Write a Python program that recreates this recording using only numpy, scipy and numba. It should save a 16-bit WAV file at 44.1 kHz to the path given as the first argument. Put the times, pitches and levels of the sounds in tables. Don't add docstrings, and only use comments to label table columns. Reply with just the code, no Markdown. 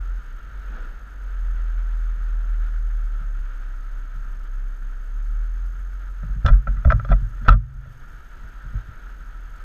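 import sys
import numpy as np
from scipy import signal
from scipy.fft import rfft, irfft, next_fast_len
from scipy.io import wavfile
from scipy.ndimage import uniform_filter1d
from numba import njit

SR = 44100
rng = np.random.default_rng(int(sys.argv[2]) if len(sys.argv) > 2 else 0)


def invert_db(level):
    return 10 ** (np.asarray(level, dtype=float) / 20)


def master_out(mix):
    frames = np.transpose(np.atleast_2d(mix))
    ceiling = np.clip(frames, -1, 1)
    pcm = np.round(ceiling * 32767).astype(np.int16)
    wavfile.write(sys.argv[1], SR, pcm)


N = 425121
T = np.arange(N) / SR


def curve(rows):
    return np.interp(T, *np.transpose(rows))


def unit(x):
    return x / np.sqrt(np.mean(x ** 2))


def colour(x, points):
    size = next_fast_len(N)
    hz, db = np.transpose(points)
    f = np.maximum(np.arange(size // 2 + 1) * SR / size, 1)
    gain = invert_db(np.interp(np.log(f), np.log(hz), db, -120, -120))
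    return unit(irfft(rfft(x, size) * gain, size)[:N])


def band(x, lo_hz, hi_hz):
    return signal.sosfilt(signal.butter(2, [lo_hz, hi_hz], "band", fs=SR, output="sos"), x)


def walk(rate_hz):
    k = int(SR / rate_hz)
    steps = np.repeat(rng.standard_normal(N // k + 1), k)
    slow = uniform_filter1d(uniform_filter1d(steps, k), k)[:N]
    return slow / slow.std()


def ring(force, modes):
    out = np.zeros(N)
    forces = np.broadcast_to(force, (len(modes), N))
    for k, ((hz, db, t60_s), f) in enumerate(zip(modes, forces)):
        pole = np.exp(2j * np.pi * hz / SR - np.log(1000) / (t60_s * SR))
        tone = signal.lfilter([1], [1, -pole], f).imag
        out += (-1) ** k * invert_db(db) * tone
    return out


WAVER_DB = 1.1


def engine(hz, db, orders, waver_pitch):
    turn = 2 * np.pi * np.cumsum(hz * (1 + waver_pitch * walk(12))) / SR
    tones = 0
    for multiple, order_db in orders:
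        phase = 2 * np.pi * rng.random()
        tones = tones + invert_db(order_db + WAVER_DB * walk(25)) * np.sin(multiple * turn + phase)
    return np.sqrt(2) * invert_db(db) * tones


# start_s, pitch_hz
DRONE_PITCH = [(0, 42), (.25, 41.8), (.45, 46.5), (.75, 43.76), (1.0, 49.2), (1.4, 41.26), (1.75, 40.5),
               (2.91, 39.05), (3.55, 33.5), (4.2, 33.9), (4.95, 33), (5.55, 40.8), (5.95, 44), (6.2, 42.4),
               (8.62, 41.83), (9.0, 42), (9.64, 38.8)]
# start_s, level_db
DRONE_LEVEL = [(0, -21.5), (.19, -21.5), (.25, -39), (.45, -26), (.7, -21), (.82, -34.5), (1.0, -24.5),
               (1.4, -19.5), (3.0, -21.5), (4.3, -21), (4.6, -18), (4.95, -20.5), (6.2, -22.5),
               (7.4, -25.5), (8.1, -48.5), (8.62, -32), (9.0, -34.5), (9.4, -31.5), (9.64, -37)]
# multiple of the drone pitch, relative level_db
DRONE_TONES = [(.5, -25), (1, -0.5), (1.5, -38), (2, -38), (2.5, -43), (3, -44), (4, -45.5)]
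RESONANCE_HZ, RESONANCE_WIDTH_HZ = 38.64, 2.63


def drone():
    hz = curve(DRONE_PITCH)
    resonance_db = -10 * np.log10(1 + ((hz - RESONANCE_HZ) / RESONANCE_WIDTH_HZ) ** 2)
    return engine(hz, curve(DRONE_LEVEL) + resonance_db, DRONE_TONES, waver_pitch=0.004)


# start_s, level_db
TRAFFIC_LEVEL = [(0, -49.5), (2.4, -49.5), (4.8, -52), (8, -51.5), (8.8, -49.5), (9.64, -51)]
# pitch_hz, relative level_db per Hz
HISS_COLOUR = [(260, -38), (450, -20.5), (694, -11.5), (782, -15.5), (982, -9.5), (1080, -16), (1300, 2.5),
               (1370, 2), (1800, -6), (2070, -17.5), (2190, -14), (2390, -19), (3230, -20.5), (3680, -24),
               (6000, -37.5), (7800, -44), (13200, -120)]
# pitch_hz, relative level_db per Hz
ROAR_COLOUR = [(100, -22), (200, -0.5), (320, -4), (500, -4), (900, -18), (1200, -39)]
# pitch_hz, relative level_db per Hz
RUMBLE_COLOUR = [(6, -18), (14, 2.5), (25, -9.5), (50, -8), (80, -20), (130, -25), (400, -41)]
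ROAR_DB, RUMBLE_DB = -11.5, -41
LUMP_DB = 1.5
PASS_S, PASS_HALF_S = 0.787, 0.19
PASS_DB, PASS_EXTRA_ROAR_DB = 4.5, 8
PASS_GRAIN_DB = 2


def traffic():
    hiss = colour(rng.standard_normal(N) * invert_db(1.0 * walk(40)), HISS_COLOUR)
    roar = colour(rng.standard_normal(N) * invert_db(0.5 * walk(30)), ROAR_COLOUR)
    rumble = colour(rng.standard_normal(N) * invert_db(LUMP_DB * walk(13)), RUMBLE_COLOUR)
    near = np.maximum(1 - np.abs(T - PASS_S) / PASS_HALF_S, 0)
    level = invert_db(curve(TRAFFIC_LEVEL) + (PASS_DB + PASS_GRAIN_DB * walk(150)) * near)
    road = hiss + invert_db(ROAR_DB + PASS_EXTRA_ROAR_DB * near) * roar
    return level * road + invert_db(RUMBLE_DB) * rumble


# pitch_hz, level_db before each chirp's own random lift
CHIRP = [(6444, -73.5), (12888, -82)]
# pitch_hz, relative level_db per Hz
CIRCUIT_COLOUR = [(2650, -34), (4500, -5.5), (6070, -7.5), (6390, -15.5), (6980, -7), (10500, -13.5),
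                  (13000, -8.5), (14700, -16), (15500, -25.5)]
FRAME_HZ, FRAME_PHASE = 47.971, .697
CHIRP_SHARE = .4


def electronics():
    frames = T * FRAME_HZ - FRAME_PHASE + .5
    index = np.floor(frames).astype(int) + 1
    phase_draw, size_draw = rng.random((index.max() + 1, 2))[index].T
    gate = uniform_filter1d(1. * (np.abs(frames % 1 - .5) < CHIRP_SHARE / 2), 60)
    tone = 0
    for k, (hz, db) in enumerate(CHIRP):
        phase = (k + 1) * 2 * np.pi * phase_draw
        tone = tone + invert_db(db) * np.sqrt(2) * np.sin(phase + 2 * np.pi * hz * T)
    chirps = gate * invert_db(5.25 * (size_draw + 0.5)) * tone
    crackle = rng.standard_normal(N) * invert_db(2.2 * walk(200) - 1.9 * gate)
    return chirps + invert_db(-72) * colour(crackle, CIRCUIT_COLOUR)


# top_s, pitch_hz at the top, level_db at the top, half_length_s
SURGES = [(0.32, 33.45, -32.5, 0.16), (0.859, 32.1, -30, 0.1933)]
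SURGE_GLIDE_HZ_PER_S, SURGE_FALL_DB = 25, 16
HOLD_S, HOLD_HZ, HOLD_SAG_HZ_PER_S, HOLD_DB = 7.2, 31.4, 1.5, -44


def neighbour():
    held_hz = HOLD_HZ - HOLD_SAG_HZ_PER_S * (T - HOLD_S)
    fade_in = np.clip((T - HOLD_S) / .4, 0, 1)
    out = fade_in * engine(held_hz, HOLD_DB, [(1, 0)], waver_pitch=0.0033)
    for top_s, hz, db, half in SURGES:
        away = T - top_s
        surge_hz = hz + SURGE_GLIDE_HZ_PER_S * np.clip(away, -half, half)
        surge_db = db - SURGE_FALL_DB * (away / half) ** 2
        out += engine(surge_hz, surge_db, [(1, 0.0028)], waver_pitch=0.016)
    return out


# push_end_s, wobble_db, thud_db, pitch_hz that the thud favours
JOLTS = [(3.201, -34, -32.5, 130), (4.148, -47, -35, 140), (6.228, -49.5, -23.5, 149),
         (6.29, -20, -29.5, 150), (6.356, -20, -22.5, 148), (6.449, -18, -5.5, 58),
         (6.504, -2.5, -14.5, 112), (6.671, -16.5, -19.5, 170.8), (6.761, -20.5, -24.5, 119),
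         (6.858, -13.5, -3.5, 58), (6.925, -14.5, -10, 111), (7.098, -8, -11, 141), (7.212, -17, -22, 110),
         (7.414, -27, -26.5, 163), (7.485, 3, -1.5, 112), (7.533, -34, -7, 120), (7.75, -24, -31.5, 100),
         (7.865, -49, -28, 108), (8.428, -43, -37, 130), (8.644, -40.5, -30.5, 130),
         (8.736, -20.5, -21.5, 105.9), (8.876, -35, -30, 100.2)]
# pitch_hz, gain_db, t60_s (time to fall by 60 dB)
WOBBLE_MODES = [(39.76, 7.5, 0.2), (47, 5.5, 0.34)]
# pitch_hz, gain_db, t60_s
THUD_MODES = [(61.6, 4.5, 0.15), (90, 5, 0.058), (107.4, -1.5, 0.32), (142.5, 3.5, 0.055),
              (163.3, 0.5, 0.11), (221.2, -2, 0.14), (288, -12.5, 0.15)]
# pitch_hz, gain_db, t60_s
BRACKET_MODES = [(67.2, -18.5, 1.06), (130, -13.5, 1.09)]
PUSH_MS, FAVOUR_DB_PER_OCTAVE = 5.9, 6.5
RUB_DB, RUB_MS = -7.5, 32


def jolts():
    sway, thud, hum = np.zeros(N), np.zeros((len(THUD_MODES), N)), np.zeros(N)
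    push = np.hanning(max(int(PUSH_MS * SR / 1000), 8))
    push /= push.sum()
    fade = np.exp(-np.arange(8192) * 1000 / SR / RUB_MS)
    rubs = rng.standard_normal((len(JOLTS), len(fade))) * fade * invert_db(RUB_DB) / np.sqrt(SR * RUB_MS / 1000)
    for (end_s, wobble_db, thud_db, hz), rub in zip(JOLTS, rubs):
        end = int(end_s * SR)
        at = slice(end - len(push), end)
        octaves = np.abs(np.log2(np.array(THUD_MODES)[:, 0] / hz))
        share = invert_db(thud_db - FAVOUR_DB_PER_OCTAVE * octaves)
        sway[at] += invert_db(wobble_db) * push
        thud[:, at] += np.outer(share, push)
        thud[:, end:end + len(rub)] += np.outer(share, rub)
        hum[at] += invert_db(2 * thud_db) * push
    return ring(sway, WOBBLE_MODES) + ring(thud, THUD_MODES) + ring(hum, BRACKET_MODES)


# start_s, level_db of the blow, hollow_db and bright_db against that level,
# length_ms (decay time of the grit)
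TAPS = [(6.23, -39, 0.5, -32, 1.57), (6.449, -19.5, 0, -43, 10.9), (6.4612, -11.5, -10, -4, 3),
        (6.465, -21.5, -7, -25, 3.8), (6.4755, -16, -9, -11, 7.5), (6.482, -14.5, -8, -21, 9.9),
        (6.526, -24, -11, -47, 20), (6.671, -18.5, -9, -41, 8), (6.766, -30, -25, -39, 8),
        (6.848, -19.5, -4.5, -22.5, 3.5), (6.872, -28, 1, -37, 8), (6.9022, -7.5, -18.5, -22, 4.5),
        (6.9068, -11, -14, -27, 2.9), (6.913, -18, -3, -28, 11), (6.921, -5.5, -16.5, -22, 0.91),
        (6.996, -21.5, -15, -40, 1.6), (7.047, -26, -3.5, -13.5, 4), (7.089, -24, -12, -17, 3.7),
        (7.103, -22, -9, -15, 10), (7.1125, -22.5, 5.5, -19, 9.2), (7.1175, -18.5, -17, -20, 3),
        (7.1245, -16.5, -6, -27, 3.6), (7.446, -28.5, 0.5, -13, 47), (7.463, -25, -12, -24, 6.5),
        (7.4795, -13, -3, -12, 4), (7.4835, -2, -13, -19, 1.8), (7.4895, -2.5, -14, -21, 4.3),
        (7.499, -6.5, -10, -19, 12), (7.519, -10, -11, -15, 11), (7.544, -28, -13, -46, 6),
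        (7.855, -51, 4, -27, 4.6), (8.734, -43, -4, -24, 5.86)]
# pitch_hz, gain_db, t60_s
HOLLOW_MODES = [(367, -7, 0.016), (573, -4.5, 0.048), (655, -5, 0.064), (755, -7, 0.015)]
# pitch_hz, gain_db, t60_s
MAIN_MODES = [(1014, -19, 0.033), (1206, -11, 0.057), (1332, -4, 0.044), (1576, -5, 0.017),
              (1825, -17, 0.023), (1945, -20, 0.043), (2427, -23.5, 0.018)]
# pitch_hz, gain_db, t60_s
BRIGHT_MODES = [(2710, -20, 0.042), (3410, -5.5, 0.019), (4030, -16.5, 0.02), (4300, -14.5, 0.01),
                (5140, -16, 0.019), (5810, -9, 0.0018)]
STRIKE_MS = 0.042
SCUFF_MS = 12
BRIGHT_STRIKE = .35
SPOT_DB = 2.5
CRACK_DB = 4


def taps():
    groups = (HOLLOW_MODES, MAIN_MODES, BRIGHT_MODES)
    group = np.repeat(np.arange(3), [len(modes) for modes in groups])
    size = 4096
    shape = (len(TAPS), size)
    grit = rng.standard_normal(shape) * invert_db(4 * rng.standard_normal(shape))
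    spots = invert_db(SPOT_DB * rng.standard_normal((len(TAPS), len(group))))
    force = np.zeros((len(group), N))
    t_ms = np.arange(size) * 1000 / SR
    strike = t_ms * np.exp(-t_ms / STRIKE_MS)
    strike /= strike.sum()
    for (s, db, hollow_db, bright_db, ms), grains, spot in zip(TAPS, grit, spots):
        burst = grains * np.exp(-t_ms / max(ms, .2)) * (1 - np.exp(-t_ms / 1.5))
        burst /= np.sqrt(np.sum(burst ** 2))
        gritty = np.clip(ms / SCUFF_MS, 0, 1)
        clean = np.sqrt(1 - gritty ** 2) * np.where(group == 2, BRIGHT_STRIKE, 1)
        gain = spot * invert_db(db + np.array([hollow_db, 0, bright_db]))[group]
        i = int(s * SR)
        force[:, i:i + size] += np.outer(gain * np.sqrt(1 - clean ** 2), burst)
        force[:, i:i + size] += np.outer(gain * clean, strike)
    hollow, main, bright = (ring(force[group == k], modes) for k, modes in enumerate(groups))
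    direct = band(force[group == 1].mean(axis=0), lo_hz=253, hi_hz=3000)
    crack = invert_db(CRACK_DB) * band(direct, lo_hz=250, hi_hz=3000)
    hollow = band(hollow, lo_hz=327, hi_hz=990)
    main = band(main, lo_hz=820, hi_hz=3060)
    bright = band(bright, lo_hz=2300, hi_hz=8000)
    return crack + hollow + main + bright


def scene():
    return (drone() + traffic() + electronics() + neighbour() + jolts() + taps())[None]


@njit
def limiter(x, top, attack, hold, rise):
    y, gain, wait = np.empty(len(x)), 1., 0.
    for i in range(len(x)):
        if abs(x[i]) * gain > top:
            gain += (top / abs(x[i]) - gain) * attack
            wait = hold
        elif wait > 0:
            wait -= 1
        else:
            gain = min(1., gain * rise)
        y[i] = x[i] * gain
    return y


def roll_off(x):
    return signal.sosfilt(signal.butter(12, 15610, fs=SR, output="sos"), x)


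def record(dry):
    held = limiter(dry[0], 0.69, 1 / (0.0016 * SR), .12 * SR, invert_db(27 / SR))
    faded = held * np.minimum(T * 100, 1)
    rounded = faded / (1 + faded ** 8) ** (1 / 8)
    return roll_off(rounded[None])


dry = scene()
out = record(dry)
master_out(out)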